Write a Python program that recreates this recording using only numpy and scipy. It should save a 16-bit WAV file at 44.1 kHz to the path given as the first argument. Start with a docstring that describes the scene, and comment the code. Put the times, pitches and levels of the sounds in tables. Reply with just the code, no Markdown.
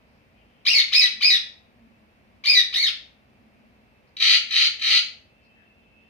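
"""Parrot in a bare room

A parrot-like bird gives five shrill, arching squawks, then three hoarse rasps. A thin membrane in its
voice box swings to make the squawks and slaps unevenly to make the rasps. The small concrete room
throws each call straight back and rings for almost half a second. Underneath lie a low hum,
a wavering drone, a few faint rustles and a thin high ringing that comes up at the end."""
import sys
import numpy as np
from scipy import signal
from scipy.fft import rfft, irfft, next_fast_len
from scipy.io import wavfile

SR = 44100
rng = np.random.default_rng(int(sys.argv[2]) if len(sys.argv) > 2 else 0)


def dump_mix(stems):
    """Bounce the given channels to the path in sys.argv[1] as a 16-bit WAV at rate SR."""
    frames = np.atleast_2d(stems).T  # one column per channel
    limited = np.clip(frames, -1, 1)  # hard clip at full scale
    pcm = np.round(limited * 32767).astype(np.int16)
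    wavfile.write(sys.argv[1], SR, pcm)


N = 268569
TIME = np.arange(N) / SR
TOP_HZ = 15600  # upper limit of the sound
RIGHT_LAG_S = .00032  # sound reaches the right microphone this much later

# tone of the room's hum: frequency_hz, relative_db
HUM_TONE = [(20, -18.5), (35, -12), (52, 0), (100, -2.5), (160, -7.5), (240, -6), (350, -11), (650, -9.5),
            (1000, -16), (1500, -18.5), (2400, -15), (3400, -26), (5000, -30), (7000, -40), (15500, -41)]
# how alike the hum is at the two microphones: frequency_hz, likeness (1 is the same)
HUM_LIKENESS = [(60, 0.8), (180, 0.61), (550, 0.76), (1650, 0.14)]
# swells added to the drone: middle_s, half_length_s, level_db
DRONE_SWELLS = [(0.302, 0.51, -75.5), (1.219, 0.32, -66.5), (1.893, 0.13, -59.5), (2.35, 0.1, -63),
                (3.55, 0.27, -64)]
# faint rustles: start_s, length_s, centre_hz, level_db
RUSTLES = [(0.038, 0.17, 4770, -81), (0.344, .1, 2680, -67.5), (.45, 0.2, 2950, -73),
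           (3.501, 0.24, 2380, -76), (4.071, 0.0096, 4530, -66.5), (5.413, 0.057, 4560, -73.5),
           (5.546, 0.11, 1768, -66.5)]
# early echoes from floor and walls: delay_s, level_db
WALL_ECHOES = [(.0013, -5), (.0032, -9), (.0085, -10), (.0125, -12), (.018, -4.5), (.0225, -11),
               (.026, -11)]
# time the room takes to die away by 60 dB: frequency_hz, ring_s
RING_TIMES = [(200, 0.31), (1200, 0.4), (2500, 0.39), (4500, 0.34), (7000, 0.37), (13000, 0.2)]
# how sounds in the room lean to one side: frequency_hz, left_minus_right_db
SIDE_LEAN = [(600, -1), (1300, 3), (2100, 6.5), (3200, 5), (4400, 0.5), (6000, -10), (8000, 2),
             (11000, 2.5), (15000, 3.5)]
# squawks: start_s, length_s, effort_db, growth_db_per_s, held_hz, top_hz,
# arch_delay_s, arch_length_s, arch_pointedness, closing_glide_s
SQUAWKS = [ (0.649, 0.16, -18, 29, 2253, 2825, 0.023, 0.073, .9, .032),
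           (.914, 0.15, -16, 0.5, 2023, 2598, 0.025, 0.077, 0.58, 0.018),
           (1.203, .162, -18, 4.5, 1965, 2516, .021, .080, 0.55, .021),
           (2.437, 0.17, -17, 1.5, 2012, 2463, .021, .092, .48, 0.02),
           (2.723, 0.17, -21.5, 9.5, 1845, 2256, .030, .100, 1.2, 0.041)]
# resonances, the pitches the open throat favours: centre_hz, width_hz, relative_db
THROAT_RESONANCES = [(1364, 160, -13), (1997, 250, -10), (2290, 720, -5.5), (3083, 943, -2), (4092, 480, 2),
                     (4442, 790, 1.5), (6160, 590, -15.5)]
# broad rush of air beside those resonances: frequency_hz, relative_db
THROAT_AIR = [(60, -37), (170, -39.5), (400, -34.5), (750, -34), (1030, -41), (3000, -18.5), (7000, -28),
              (8200, -32), (12000, -41), (13600, -40.5), (15600, -45.5)]
# how well overtones pass through throat and beak: frequency_hz, gain_db
BEAK_FILTER = [(900, -21), (1300, -19.5), (1650, -20.5), (2000, -7.5), (2700, -3.5), (3200, -1.5),
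               (3900, 2), (4400, 1), (5100, 0), (5600, -12.5), (6200, -10), (7300, -25.5), (10000, -18.5),
               (13000, -19.5), (16000, -29)]
# air that rushes out with a squawk: frequency_hz, relative_db
SQUAWK_BREATH = [(60, -10), (170, 7.5), (380, 10.5), (560, 9), (800, 7), (1100, 4.5), (1500, -2.5),
                 (6000, -2), (7500, 7), (9500, 7.5), (12500, -4.5), (16000, -7.5)]
# rasps, each opened by a short catch: start_s, length_s, effort_db, soft_start_db, catch_lead_s, catch_db
RASPS = [(4.199, 0.18, -16, -4.5, .033, -30), (4.504, 0.18, -19, -9.5, 0.019, -32),
         (4.812, 0.19, -19, -8, 0.017, -28.5)]
# thin high tones: pitch_hz, relative_db
RINGING_TONES = [(2604, -73), (2686, -77), (2735, -80), (3070, -84), (3474, -91)]


def gain_of(db):
    """Turns decibels into a factor to multiply by."""
    return 10 ** (np.asarray(db) / 20)


def evened(x):
    """Scales a signal to an average (rms) strength of 1."""
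    return x / np.sqrt(np.mean(x ** 2) + 1e-20)


def read(table, hz):
    """Looks up a frequency in a table, blending between rows on a log scale."""
    row_hz, value = np.transpose(table)
    return np.interp(np.log(hz + 1), np.log(row_hz + 1), value)


def add(mix, start_s, sound):
    """Lays a sound into the mix at the given time."""
    part = mix[max(round(start_s * SR), 0):][:len(sound)]
    part += sound[:len(part)]


def hump(hz, centre_hz, width_hz):
    """A resonance: 1 at its centre, falling steeply on both sides."""
    return 1 / (1 + ((hz - centre_hz) / width_hz) ** 2) ** 3


def colour(x, gain):
    """Filters a signal; gain(hz) says how much of each frequency passes."""
    size = next_fast_len(N + 4096)
    return irfft(rfft(x, size) * gain(np.fft.rfftfreq(size, 1 / SR)), size)[..., :N]


def wobble(rate_hz):
    """A smooth random wiggle of strength 1, up to about the given rate."""
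    return evened(colour(rng.standard_normal(N), lambda hz: 1 / (1 + (hz / rate_hz) ** 4)))


def ramp(t, over_s):
    """Climbs from 0 to 1 in the given time, then stays."""
    return np.clip(t / over_s, 0, 1)


def gate(start_s, length_s, edge_s=.002):
    """1 while a sound lasts, with quick edges."""
    return ramp(TIME - start_s, edge_s) * ramp(start_s + length_s - TIME, edge_s)


def effort(start_s, length_s, start_db, rise_s, end_db, fall_s):
    """Loudness of one call: it swells, holds and drops away."""
    rise_db = start_db * (1 - ramp(TIME - start_s, rise_s))
    fall_db = end_db * (1 - ramp(start_s + length_s - TIME, fall_s))
    return gate(start_s, length_s) * gain_of(rise_db + fall_db)


def hum(level_db=-59.5, low_cut_hz=30, ease_at_s=4.7, ease_db=-1.24):
    """Low room noise, nearly the same on both sides in the bass; it eases a little at the end."""
    left, other = rng.standard_normal((2, N))
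    shared = colour(left, lambda hz: read(HUM_LIKENESS, hz) * np.exp(-2j * np.pi * hz * RIGHT_LAG_S))
    right = shared + colour(other, lambda hz: np.sqrt(1 - read(HUM_LIKENESS, hz) ** 2))
    tone = lambda hz: gain_of(read(HUM_TONE, hz)) * hz ** 4 / (hz ** 4 + low_cut_hz ** 4)
    level = gain_of(level_db + ease_db * ramp(TIME - ease_at_s, over_s=.83))
    return level * evened(colour(np.array([left, right]), tone))


def drone(pitch_hz=224, rest_db=-70.5, side_blend=.4):
    """A narrow band of noise, heard as a low, wavering note that swells now and then."""
    band = colour(rng.standard_normal((2, N)), lambda hz: hump(hz, pitch_hz, width_hz=45))
    swells = sum(gain_of(db) * np.exp(-((TIME - middle_s) / half_s) ** 2)
                 for middle_s, half_s, db in DRONE_SWELLS)
    return (gain_of(rest_db) + swells) * evened(band + side_blend * band[::-1])


def rustles(grain_db=1.9):
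    """Soft, grainy swishes of noise that fade in and out."""
    out = np.zeros(N)
    for start_s, length_s, centre_hz, db in RUSTLES:
        grains = rng.standard_normal(N) * gain_of(grain_db * rng.standard_normal(N))
        swish = evened(colour(grains, lambda hz: hump(hz, centre_hz, .28 * centre_hz)))
        size = int(length_s * SR)
        add(out, start_s, gain_of(db) * swish[:size] * signal.windows.tukey(size, .5))
    return out


def room(sound, level_db=-.5, direct_db=-5, tail_db=-4, build_s=.011):
    """Hard walls send back echoes that blur into a tail, different at each microphone."""
    echoes = rng.standard_normal((2, SR)) * (1 - np.exp(-TIME[:SR] / build_s))
    hz, frame_s, spectrum = signal.stft(echoes, SR, nperseg=256)
    fade = gain_of(-60 * frame_s / read(RING_TIMES, hz)[:, None])
    tail = signal.istft(spectrum * fade, SR, nperseg=256)[1][:, :SR]
    response = gain_of(tail_db) * tail / np.linalg.norm(tail, axis=1, keepdims=True)
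    for side, lag_s in zip(response, (0, RIGHT_LAG_S)):
        add(side, lag_s, gain_of([direct_db]))  # weak, because the bird is half hidden
        for delay_s, db in WALL_ECHOES:
            add(side, delay_s + rng.uniform(-.0005, .0005), gain_of([db]))
    echoing = signal.fftconvolve(sound[None], response, axes=1)[:, :N]
    return colour(echoing, lambda hz: gain_of(level_db + np.outer([.5, -.5], read(SIDE_LEAN, hz))))


def throat(sound, shift=1):
    """The throat colours a sound with broad air and with resonances, moved by the factor shift."""
    def gain(hz):
        peaks = sum((gain_of(db) * hump(hz, centre_hz * shift, width_hz)) ** 2
                    for centre_hz, width_hz, db in THROAT_RESONANCES)
        return np.sqrt(gain_of(read(THROAT_AIR, hz)) ** 2 + peaks)
    return evened(colour(sound, gain))


def opening_puffs(level_db=-36, length_s=.055):
    """A puff of air starts each squawk, before the tone takes hold."""
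    puffs = sum(effort(start_s, length_s, start_db=-7, rise_s=.011, end_db=-7, fall_s=.011)
                for start_s, *_ in SQUAWKS)
    return gain_of(level_db) * puffs * throat(rng.standard_normal(N))


def squawk_shapes(slack_hz=1081, tighten_s=.022, sink_hz_per_s=2000):
    """Pitch and strength: the membrane tightens, arches above its held note, sinks and slackens."""
    pitch_hz, strength = np.full(N, float(slack_hz)), np.zeros(N)
    for start_s, length_s, db, growth, held_hz, top_hz, delay_s, arch_s, pointed, closing_s in SQUAWKS:
        t = np.clip(TIME - start_s, 0, length_s)
        slackening = 1 - ramp(length_s - t, closing_s)
        tension = ramp(t, tighten_s) ** 2 * (1 - slackening ** 2)
        arch = abs(np.sin(np.pi * ramp(t - delay_s, arch_s))) ** pointed
        sink_hz = sink_hz_per_s * np.maximum(t - delay_s - arch_s, 0)
        pitch_hz += tension * (held_hz - slack_hz + (top_hz - held_hz) * arch - sink_hz)
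        swell = effort(start_s, length_s, start_db=-16.5, rise_s=.019, end_db=-13, fall_s=.017)
        strength += gain_of(db + growth * t) * swell
    return pitch_hz, strength


def membrane_phase(pitch_hz, jitter=.021):
    """How far the membrane has swung, in radians; its pitch shakes a little at random."""
    return 2 * np.pi * np.cumsum(pitch_hz * (1 + jitter * wobble(380))) / SR


def squawks(roughness=.42, overtone_step_db=-7, between_db=-20, hiss_db=-20, breath_db=-35, grain_db=4.5):
    """The swinging membrane makes a rough tone, strong in its first two harmonics, as air rushes past."""
    pitch_hz, strength = squawk_shapes()
    phase = membrane_phase(pitch_hz)

    def partial(multiple):
        hz = multiple * pitch_hz
        db = read(BEAK_FILTER, hz) + overtone_step_db * np.clip(multiple - 2, 0, 2)
        return gain_of(db) * (hz < TOP_HZ) * np.cos(multiple * phase)

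    tone = sum(partial(k) for k in range(1, 8))
    # swings are strong and weak by turns, which puts faint tones between the harmonics
    tone += gain_of(between_db) * wobble(60) * sum(partial(k) for k in (.5, 1.5, 2.5))
    tone *= 1 + roughness * wobble(170)
    hiss = gain_of(hiss_db) * throat(rng.standard_normal(N))
    breath = evened(colour(rng.standard_normal(N), lambda hz: gain_of(read(SQUAWK_BREATH, hz))))
    breath *= gain_of(breath_db + grain_db * wobble(100))
    return strength * (tone + hiss + breath)


def voice_crack(start_s=.7052, length_s=.0077, pitch_hz=3620.5):
    """The other side of the voice box sounds briefly as the first squawk cracks."""
    blip = gain_of(-19) * effort(start_s, length_s, start_db=-18, rise_s=.009, end_db=-18, fall_s=.009)
    return blip * np.cos(membrane_phase(pitch_hz))


def rasps(slap_hz=340, unevenness=.45, slap_spread_db=3, air_share=.53, rattle_db=2, catch_s=.031):
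    """The membrane slaps chaotically; each slap and its puff of air ring a throat that slowly opens."""
    cycles = np.cumsum(slap_hz * np.exp(unevenness * wobble(250))) / SR
    slaps = np.diff(np.floor(cycles), prepend=0)  # one click per cycle
    slaps *= gain_of(slap_spread_db * np.clip(rng.standard_normal(N), -2, 2))
    puffs = (.17 + np.exp(-(cycles % 1) / .46)) * rng.standard_normal(N)
    buzz = (1 - air_share) * evened(slaps) + air_share * evened(puffs)
    buzz *= gain_of(rattle_db * np.clip(wobble(140), -2, 2))
    strength, opening = np.zeros((2, N))
    for start_s, length_s, db, soft_db, lead_s, catch_db in RASPS:
        swell = effort(start_s, length_s, soft_db, rise_s=.055, end_db=-16.5, fall_s=.0264)
        catch_at_s = start_s - lead_s  # the catch is a snap that dies at once
        catch = gate(catch_at_s, catch_s) * gain_of(catch_db - 27.5 * ramp(TIME - catch_at_s, catch_s))
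        strength += gain_of(db) * swell + catch
        opening += ramp(TIME - start_s, length_s) * gate(start_s, length_s)
    narrow, wide = throat(buzz, shift=.947), throat(buzz, shift=1.007)
    return strength * ((1 - opening) * narrow + opening * wide)


def high_ringing(boost_db=7, rise_middle_s=5.2, rise_s=.213, before_db=-11.5):
    """Very narrow bands of noise, heard as thin, unsteady tones that come up near the end."""
    held_back = (1 - np.tanh((TIME - rise_middle_s) / rise_s)) / 2
    peaks = lambda hz: sum(gain_of(db) * hump(hz, pitch_hz, width_hz=26) for pitch_hz, db in RINGING_TONES)
    tones = evened(colour(rng.standard_normal((2, N)), peaks))
    level = np.linalg.norm(gain_of([db for _, db in RINGING_TONES]))
    return level * gain_of(boost_db + before_db * held_back) * tones


def scene():
    """The bird and the rustles echo in the room, over the hum, drone and ringing."""
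    bird = opening_puffs() + squawks() + voice_crack() + rasps()
    return room(bird + rustles()) + hum() + drone() + high_ringing()


def record(dry, ceiling=.93):
    """The microphone rounds off the loudest peaks; then the highest treble is cut."""
    rounded = dry / (1 + (dry / ceiling) ** 6) ** (1 / 6)
    treble_cut = signal.firwin(511, TOP_HZ, window=("kaiser", 9), fs=SR)
    return signal.oaconvolve(rounded, treble_cut[None], "same")


dry = scene()
out = record(dry)
dump_mix(out)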